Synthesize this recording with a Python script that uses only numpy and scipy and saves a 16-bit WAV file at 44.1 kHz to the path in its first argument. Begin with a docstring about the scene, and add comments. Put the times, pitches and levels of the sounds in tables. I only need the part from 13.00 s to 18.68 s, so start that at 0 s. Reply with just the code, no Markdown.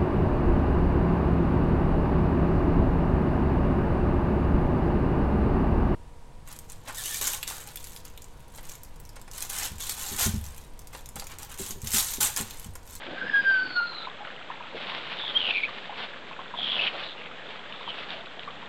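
"""A leaking hose above a shallow stream, heard close by through a small, dull microphone.
The stream runs and gurgles throughout, and spray patters on it. In the first second, air forced through
the wet crack whistles on a falling pitch and squeaks; drops begin to plink. The whistle ends in a faint
spurt. From about 2 s, air and water sputter out together in shrill spurts among gushes of spray.
Near 5 s the spurts die out and drops smack on stone and leaves."""
import sys
import numpy as np
from scipy import signal
from scipy.fft import rfft, irfft
from scipy.io import wavfile

SR = 44100
rng = np.random.default_rng(int(sys.argv[2]) if len(sys.argv) > 2 else 0)


def bounce(signal):
    """Save signal as a 16-bit WAV file at the path given by the first command-line argument."""
    frames = np.transpose(np.atleast_2d(signal))
    limited = np.clip(frames, -1, 1)
    pcm = np.round(limited * 32767).astype(np.int16)
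    wavfile.write(sys.argv[1], SR, pcm)


N = 250488
TIME = np.arange(N) / SR


def gain_of(db):
    """Decibels to amplitude."""
    return 10 ** (np.asarray(db) / 20)


def unit_rms(x):
    """Scales to rms 1."""
    return x / np.sqrt(np.mean(x ** 2) + 1e-20)


def coloured(x, spectrum):
    """Filters x by a (frequency [Hz], gain [dB]) curve; rms 1."""
    hz, db = np.transpose(spectrum)
    curve_db = np.interp(np.log(np.fft.rfftfreq(N, 1 / SR) + 1), np.log(hz), db)
    return unit_rms(irfft(rfft(x) * gain_of(curve_db), N))


def wander(rate_hz):
    """Smooth random motion up to about rate_hz; rms 1."""
    lowpass = np.exp(-.5 * (np.fft.rfftfreq(N, 1 / SR) / rate_hz) ** 2)
    return unit_rms(irfft(rfft(rng.standard_normal(N)) * lowpass, N))


def resonate(x, hz, width_hz, order=2):
    """Resonance at a steady or moving pitch, cascaded for steep skirts."""
    carrier = np.exp(2j * np.pi * np.cumsum(hz * np.ones(len(x))) / SR)
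    pole = np.exp(-np.pi * width_hz / SR)
    baseband = x / carrier
    for _ in range(order):
        baseband = signal.lfilter([1 - pole], [1, -pole], baseband + 1e-18)
    return (carrier * baseband).real


def add(mix, start_s, sound):
    """Mixes a sound in at start_s."""
    part = mix[max(round(start_s * SR), 0):][:len(sound)]
    part += sound[:len(part)]


def burst(start_s, hold_s, db, attack_s, release_s, db_per_s=0):
    """Envelope: builds until start_s, holds on a dB slope, dies away."""
    t = TIME - start_s
    edges = np.minimum(t, 0) / attack_s - np.maximum(t - hold_s, 0) / release_s
    return gain_of(db + db_per_s * np.clip(t, 0, hold_s)) * np.exp(np.maximum(edges, -20))


def impacts(per_s, spread_db):
    """Random clicks, mostly small, a few large."""
    size = gain_of(spread_db * np.minimum(rng.exponential(1, N), 4))
    return size * rng.choice([-1, 1], N) * (rng.random(N) < per_s / SR)


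def bubble(hz, rise_cycles, ring_cycles, glide):
    """A trapped bubble swells, rings down and rises in pitch as it nears the surface."""
    cycles = hz * np.arange(SR // 16) / SR
    envelope = (1 - np.exp(-(cycles / rise_cycles) ** 2)) * np.exp(-cycles / ring_cycles)
    return envelope / envelope.max() * np.sin(2 * np.pi * cycles * (1 + glide * cycles))


# Stream spectrum: (frequency [Hz], gain [dB])
STREAM_SPECTRUM = [(25, -29), (60, -11), (110, -6.5), (185, 0), (350, -3.5), (540, 0), (1050, -3.5),
                   (1700, -2.5), (2600, -6), (3500, -5.5), (4200, -17.5), (5000, -26.5), (6000, -37.5),
                   (9000, -66.5)]


def stream(level_db=-43.5, bubble_db=-3, splash_db=-8, swell_db=0.5):
    """Running water: a smooth wash, many small bubbles and tiny splashes."""
    bubbles = np.zeros(N)
    for hz in np.geomspace(350, 3800, 22):
        births = impacts(per_s=26, spread_db=4.5)
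        ring = bubble(hz, rise_cycles=0.56, ring_cycles=6.7, glide=0.006)
        bubbles += unit_rms(signal.oaconvolve(births, ring)[:N]) * np.sqrt(hz)
    wash = rng.standard_normal(N)
    splashes = gain_of(splash_db) * unit_rms(impacts(per_s=350, spread_db=6))
    water = coloured(wash + splashes, STREAM_SPECTRUM)
    water += gain_of(bubble_db) * coloured(bubbles, STREAM_SPECTRUM)
    return gain_of(level_db + swell_db * wander(5.6)) * unit_rms(water)


# Spray spectrum: (frequency [Hz], gain [dB])
SPRAY_SPECTRUM = [(40, -37.5), (100, -23.5), (180, -4), (330, -8), (520, -2), (1100, -0.5), (2000, -1.5),
                  (3000, 1.5), (3700, -1), (4400, -10.5), (5100, -20.5), (6000, -27), (9000, -61)]
# Gushes of spray: (time [s], hold [s], level [dB])
SPRAY_GUSHES = [(0.03, 0.62, -50), (1.77, 0.42, -40), (2.297, .22, -42), (2.618, 0.26, -48),
                (2.996, 0.032, -37.5), (3.659, 0.12, -39.5), (3.819, 0.058, -35), (3.961, 0.08, -40),
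                (4.495, 0.043, -45.5), (4.7, 0.26, -53.5), (4.995, 0.027, -42.5), (5.112, 0.028, -42),
                (5.393, 0.034, -55)]


def spray(drizzle_db=-52, mist_db=-3, clump_db=1.8, spit_db=-9):
    """Droplets and heavier spits land in clumps on water and leaves: gushes over a steady drizzle."""
    gushes = sum(burst(*row, attack_s=0.03, release_s=0.035) for row in SPRAY_GUSHES)
    flow = gain_of(drizzle_db) + gushes
    droplets = unit_rms(impacts(per_s=2600, spread_db=1)) + gain_of(mist_db) * rng.standard_normal(N)
    spit_decay = np.exp(-np.arange(SR // 100) / (0.00072 * SR))
    spits = signal.oaconvolve(impacts(per_s=90, spread_db=4), spit_decay)[:N] * rng.standard_normal(N)
    patter = coloured(droplets + gain_of(spit_db) * unit_rms(spits), SPRAY_SPECTRUM)
    return flow * gain_of(clump_db * wander(21)) * patter


# Low gurgles: (peak time [s], level [dB], centre [Hz], Gaussian sigma [s])
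LOW_GURGLES = [(0.111, -39.5, 297, 0.024), (0.117, -42.5, 600, 0.039), (0.25, -43, 540, .018),
               (.27, -48, 240, 0.056), (0.424, -46, 230, 0.015), (0.659, -47, 290, 0.051),
               (1.756, -38, 474, .016), (2.473, -47.5, 508, 0.058), (3.637, -50, 220, .1),
               (3.786, -42.5, 620, .025), (3.96, -39.5, 620, 0.021), (5.556, -54.5, 190, .1)]


def gurgles():
    """Clusters of large bubbles, each a swell of low noise."""
    out = np.zeros(N)
    for peak_s, db, hz, sigma_s in LOW_GURGLES:
        envelope = gain_of(db) * np.exp(-.5 * ((TIME - peak_s) / sigma_s) ** 2)
        out += envelope * unit_rms(resonate(rng.standard_normal(N), hz, width_hz=0.8 * hz, order=3))
    return out


# First mode of the crack: (time [s], pitch [Hz])
CRACK_PITCH = [(.1, 1560), (.3, 1678), (.35, 1642), (.5, 1573), (.56, 1528), (.68, 1502), (.8, 1410),
               (.87, 1410), (1.06, 1326)]
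# Jet locks into a tone: (time [s], hold [s], level [dB], attack [s], release [s])
JET_LOCKS = [(0.346, .058, -18, 0.0094, .008), (0.468, .14, -18.5, 0.014, 0.042),
             (0.775, 0.023, -23, 0.013, 0.013), (0.824, 0.036, -29, 0.013, 0.02)]
# Locked tone: (harmonic [number], level [dB])
LOCK_HARMONICS = [(1, 4.5), (2, -19.5), (3, -46)]


def whistle(first_s=.19, third_s=0.7, end_s=1.056, jitter=0.0044, flutter_db=4.5, haze_db=-4):
    """The air jet rings the crack's first and third modes, and turns into a clean tone when it locks."""
    hz = np.interp(TIME, *np.transpose(CRACK_PITCH))
    phase = 2 * np.pi * np.cumsum(hz * (1 + jitter * wander(60))) / SR
    lock = sum(burst(*row, db_per_s=-48) for row in JET_LOCKS)
    tone = unit_rms(sum(gain_of(db) * np.sin(k * phase) for k, db in LOCK_HARMONICS))
    shimmer = gain_of(-0.64 * wander(70))

    first_gain = burst(first_s, end_s - first_s, db=-38, attack_s=0.056, release_s=.012, db_per_s=-7.5)
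    first_mode = unit_rms(resonate(rng.standard_normal(N), hz, width_hz=173))

    third_gain = burst(third_s, end_s - third_s, db=-43.5, attack_s=0.21, release_s=.012)
    third_gain *= 1 + 4 * lock
    thin_tone = unit_rms(np.sin(3 * phase + 0.31 * wander(40)) * gain_of(flutter_db * wander(72)))
    haze = unit_rms(resonate(rng.standard_normal(N), 3 * hz, width_hz=700, order=3))
    third_mode = unit_rms(thin_tone + gain_of(haze_db) * haze)
    return lock * shimmer * tone + first_gain * first_mode + third_gain * third_mode


# Squeaks: (peak time [s], level [dB], pitch [Hz], rise [s], fall [s], glide [Hz/s])
CRACK_SQUEAKS = [(.216, -30, 1524, .005, 0.025, 2460), (.27, -27, 1650, .003, .0042, 1980),
                 (.299, -23, 1720, .003, 0.0031, 1980), (0.767, -31.5, 4340, 0.019, 0.018, -2800),
                 (2.373, -14, 3247, 0.017, 0.0047, 6000), (2.636, -21, 2270, 0.002, 0.013, 9100),
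                 (3.797, -17.5, 2630, 0.005, .004, 5000)]


def squeaks(waver_db=1.2):
    """The crack locks into short tones that build up and are choked by water."""
    out = np.zeros(N)
    for peak_s, db, hz, rise_s, fall_s, hz_per_s in CRACK_SQUEAKS:
        t = TIME - peak_s
        envelope = gain_of(db) * np.exp(-(t / np.where(t < 0, rise_s, fall_s)) ** 2)
        out += envelope * np.sin(2 * np.pi * t * (hz + hz_per_s * t / 2))
    return out * gain_of(waver_db * wander(130))


# Drops on water: (time [s], plink peak [dB], pitch [Hz], decay [cycles])
DROP_PLINKS = [(0.802, -32.5, 893, 2.3), (.918, -35, 1040, 3), (1.071, -27, 975, 3.6),
               (1.187, -39, 1220, 2.4), (1.205, -35.5, 787, 12), (1.272, -32, 1260, 2.5),
               (1.501, -27, 984, 3.5), (1.606, -33, 950, 4.1), (1.919, -32, 1026, 3.2),
               (2.237, -31.5, 915, 2.4), (2.486, -30.5, 700, 1.4), (2.687, -34, 1130, 7.3),
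               (2.894, -30, 810, 3.3), (2.925, -33.5, 980, 3.5), (3.312, -33.5, 1030, 2.4),
               (3.392, -26, 970, 1.1), (3.459, -35, 1380, 2.3), (3.539, -27, 956, 3),
               (3.588, -31, 714, 1.3), (4.81, -32, 979, 2.4), (4.877, -29, 950, 2.1),
               (5.179, -37.5, 626, 12), (5.476, -27.5, 1118, 9.2), (5.627, -36, 1010, 2)]
# Drops on stone and leaves: (time [s], peak [dB], centre [Hz])
DROP_SMACKS = [(1.25, -26, 1900), (1.273, -34, 3000), (1.303, -30.5, 1600), (4.724, -24.5, 3000),
               (4.987, -25.5, 2910), (5.104, -25.5, 3600), (5.169, -32, 3230), (5.259, -30.5, 3270),
               (5.394, -25, 3180), (5.433, -29, 2980), (5.627, -36, 2000)]


def drips(lead_s=0.0011, splash_db=-7, splash_s=0.02, smack_s=0.0016):
    """Drops splash and trap a ringing bubble in the water, or smack dryly on the bank."""
    out, t = np.zeros(N), np.arange(SR // 16) / SR
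    for time_s, db, hz, ring_cycles in DROP_PLINKS:
        plink = bubble(hz, rise_cycles=2.46, ring_cycles=ring_cycles, glide=0.0021)
        impact = rng.standard_normal(len(t)) * np.exp(-t / splash_s)
        splash = resonate(impact, 1.01 * hz, width_hz=800)
        splash *= gain_of(splash_db) / abs(splash).max()
        add(out, time_s - lead_s, gain_of(db) * (plink + splash))
    for time_s, db, hz in DROP_SMACKS:
        impact = rng.standard_normal(len(t)) * np.exp(-t / smack_s)
        smack = resonate(impact, hz, width_hz=2000, order=5)
        add(out, time_s, gain_of(db) * smack / abs(smack).max())
    return out


# Spurts of air and water:
# (time [s], hold [s], level [dB], swell [dB/s], resonance [Hz], sag [Hz/s], width [Hz])
JET_SPURTS = [ (.94, .11, -46.5, 40, 3998, 1900.5, 561), (2.19, .125, -36, 5, 3640, 2401, 541.9),
              (2.389, 0.12, -32, 55, 3228, 3997.5, 660.7), (2.54, 0.066, -27, -45.5, 2498, 3000.5, 320.6),
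              (2.631, 0.021, -29.5, -0.5, 2428, -2, 358.2), (3.587, .185, -32, 11.5, 3370, 1050, 620.3),
              (3.804, .078, -29, 27, 2871, 700, 1199), (4.04, .09, -43.5, 0, 3802, 3500, 1151),
              (4.19, .09, -47.5, 0, 2822, 7000.5, 499), (4.383, 0.045, -48, 1.5, 1730, 1499, 395),
              (4.74, 0.21, -51, 14, 3628, 1599.5, 519), (4.895, 0.0092, -32.5, -0.5, 3119, -4, 620.4)]


def jet(widen_per_s=3.3):
    """Jet strength, resonance and width: the resonance sags and widens as water fills the crack."""
    start_s, hold_s, db, db_per_s, start_hz, sag_hz_per_s, width_hz = np.transpose(JET_SPURTS)[..., None]
    power = burst(start_s, hold_s, db, attack_s=.018, release_s=.01, db_per_s=db_per_s) ** 2
    share = power / power.sum(0)
    age_s = np.clip(TIME - start_s, 0, hold_s)
    sagged_hz = start_hz - sag_hz_per_s * age_s
    widened_hz = width_hz * (1 + widen_per_s * age_s)
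    return np.sqrt(power.sum(0)), (share * sagged_hz).sum(0), (share * widened_hz).sum(0)


def spurts(slug_hz=105, unevenness=0.402, chop_db=4.5, flicker_db=1.5, hiss_db=-8, saturation=0.47):
    """Slugs of water chop the jet into puffs that ring the crack's resonance, over a broad hiss."""
    strength, hz, width_hz = jet()
    slug_phase = 2 * np.pi * np.cumsum(slug_hz * (1 + unevenness * wander(58.18))) / SR
    puffs = unit_rms(gain_of(chop_db * np.sin(slug_phase) + flicker_db * wander(80)))
    # A wider resonance drifts faster in amplitude and phase.
    clock = np.cumsum(width_hz) / width_hz.max()
    drift_hz = width_hz.max() / np.pi
    ring = np.interp(clock, np.arange(N), wander(drift_hz) + 1j * wander(drift_hz))
    ring /= np.sqrt(1 + np.abs(saturation * ring) ** 2)  # limited jet drive
    shrill = unit_rms((ring * np.exp(2j * np.pi * np.cumsum(hz) / SR)).real)
    hiss = unit_rms(resonate(rng.standard_normal(N), hz=3150, width_hz=2500, order=5))
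    return strength * puffs * (shrill + gain_of(hiss_db) * hiss)


def bank_echoes(x, t60_s, wet_db, echoes_per_s=2000):
    """Adds brief scattered echoes from the water, rocks and banks."""
    t = np.arange(SR // 3) / SR
    taps = rng.standard_normal(len(t)) * (rng.random(len(t)) < echoes_per_s / SR)
    taps *= (t > .004) * gain_of(-60 * t / t60_s)
    return x + gain_of(wet_db) * signal.oaconvolve(x, taps / np.linalg.norm(taps))[:N]


def scene():
    """The leak close by, the drops and the stream below; mono."""
    leak = bank_echoes(whistle() + squeaks() + spurts(), t60_s=0.25, wet_db=-20.5)
    drops = bank_echoes(drips(), t60_s=0.084, wet_db=-9)
    return (leak + drops + spray() + gurgles() + stream())[None]


def record(dry, treble_hz=5500, knee=0.14, thump_db=2, hiss_db=-62.5, edge_hz=8050, dc_offset=-0.0051):
    """Dull microphone with one-sided overload, then recorder hiss, band limit and DC offset."""
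    dull = signal.sosfilt(signal.butter(8, treble_hz, fs=SR, output="sos"), dry)
    # Peaks over the knee shift the bias, which recovers with a soft thump.
    overload = np.maximum(dull - knee, 0)
    thump = signal.sosfilt(signal.butter(1, [18, 70], "bandpass", fs=SR, output="sos"), overload)
    noisy = dull - gain_of(thump_db) * thump + gain_of(hiss_db) * rng.standard_normal(dry.shape)
    band_limit = signal.firwin(221, edge_hz, window=("kaiser", 8), fs=SR)
    return signal.oaconvolve(noisy, band_limit[None], "same") + dc_offset


dry = scene()
out = record(dry)
bounce(out)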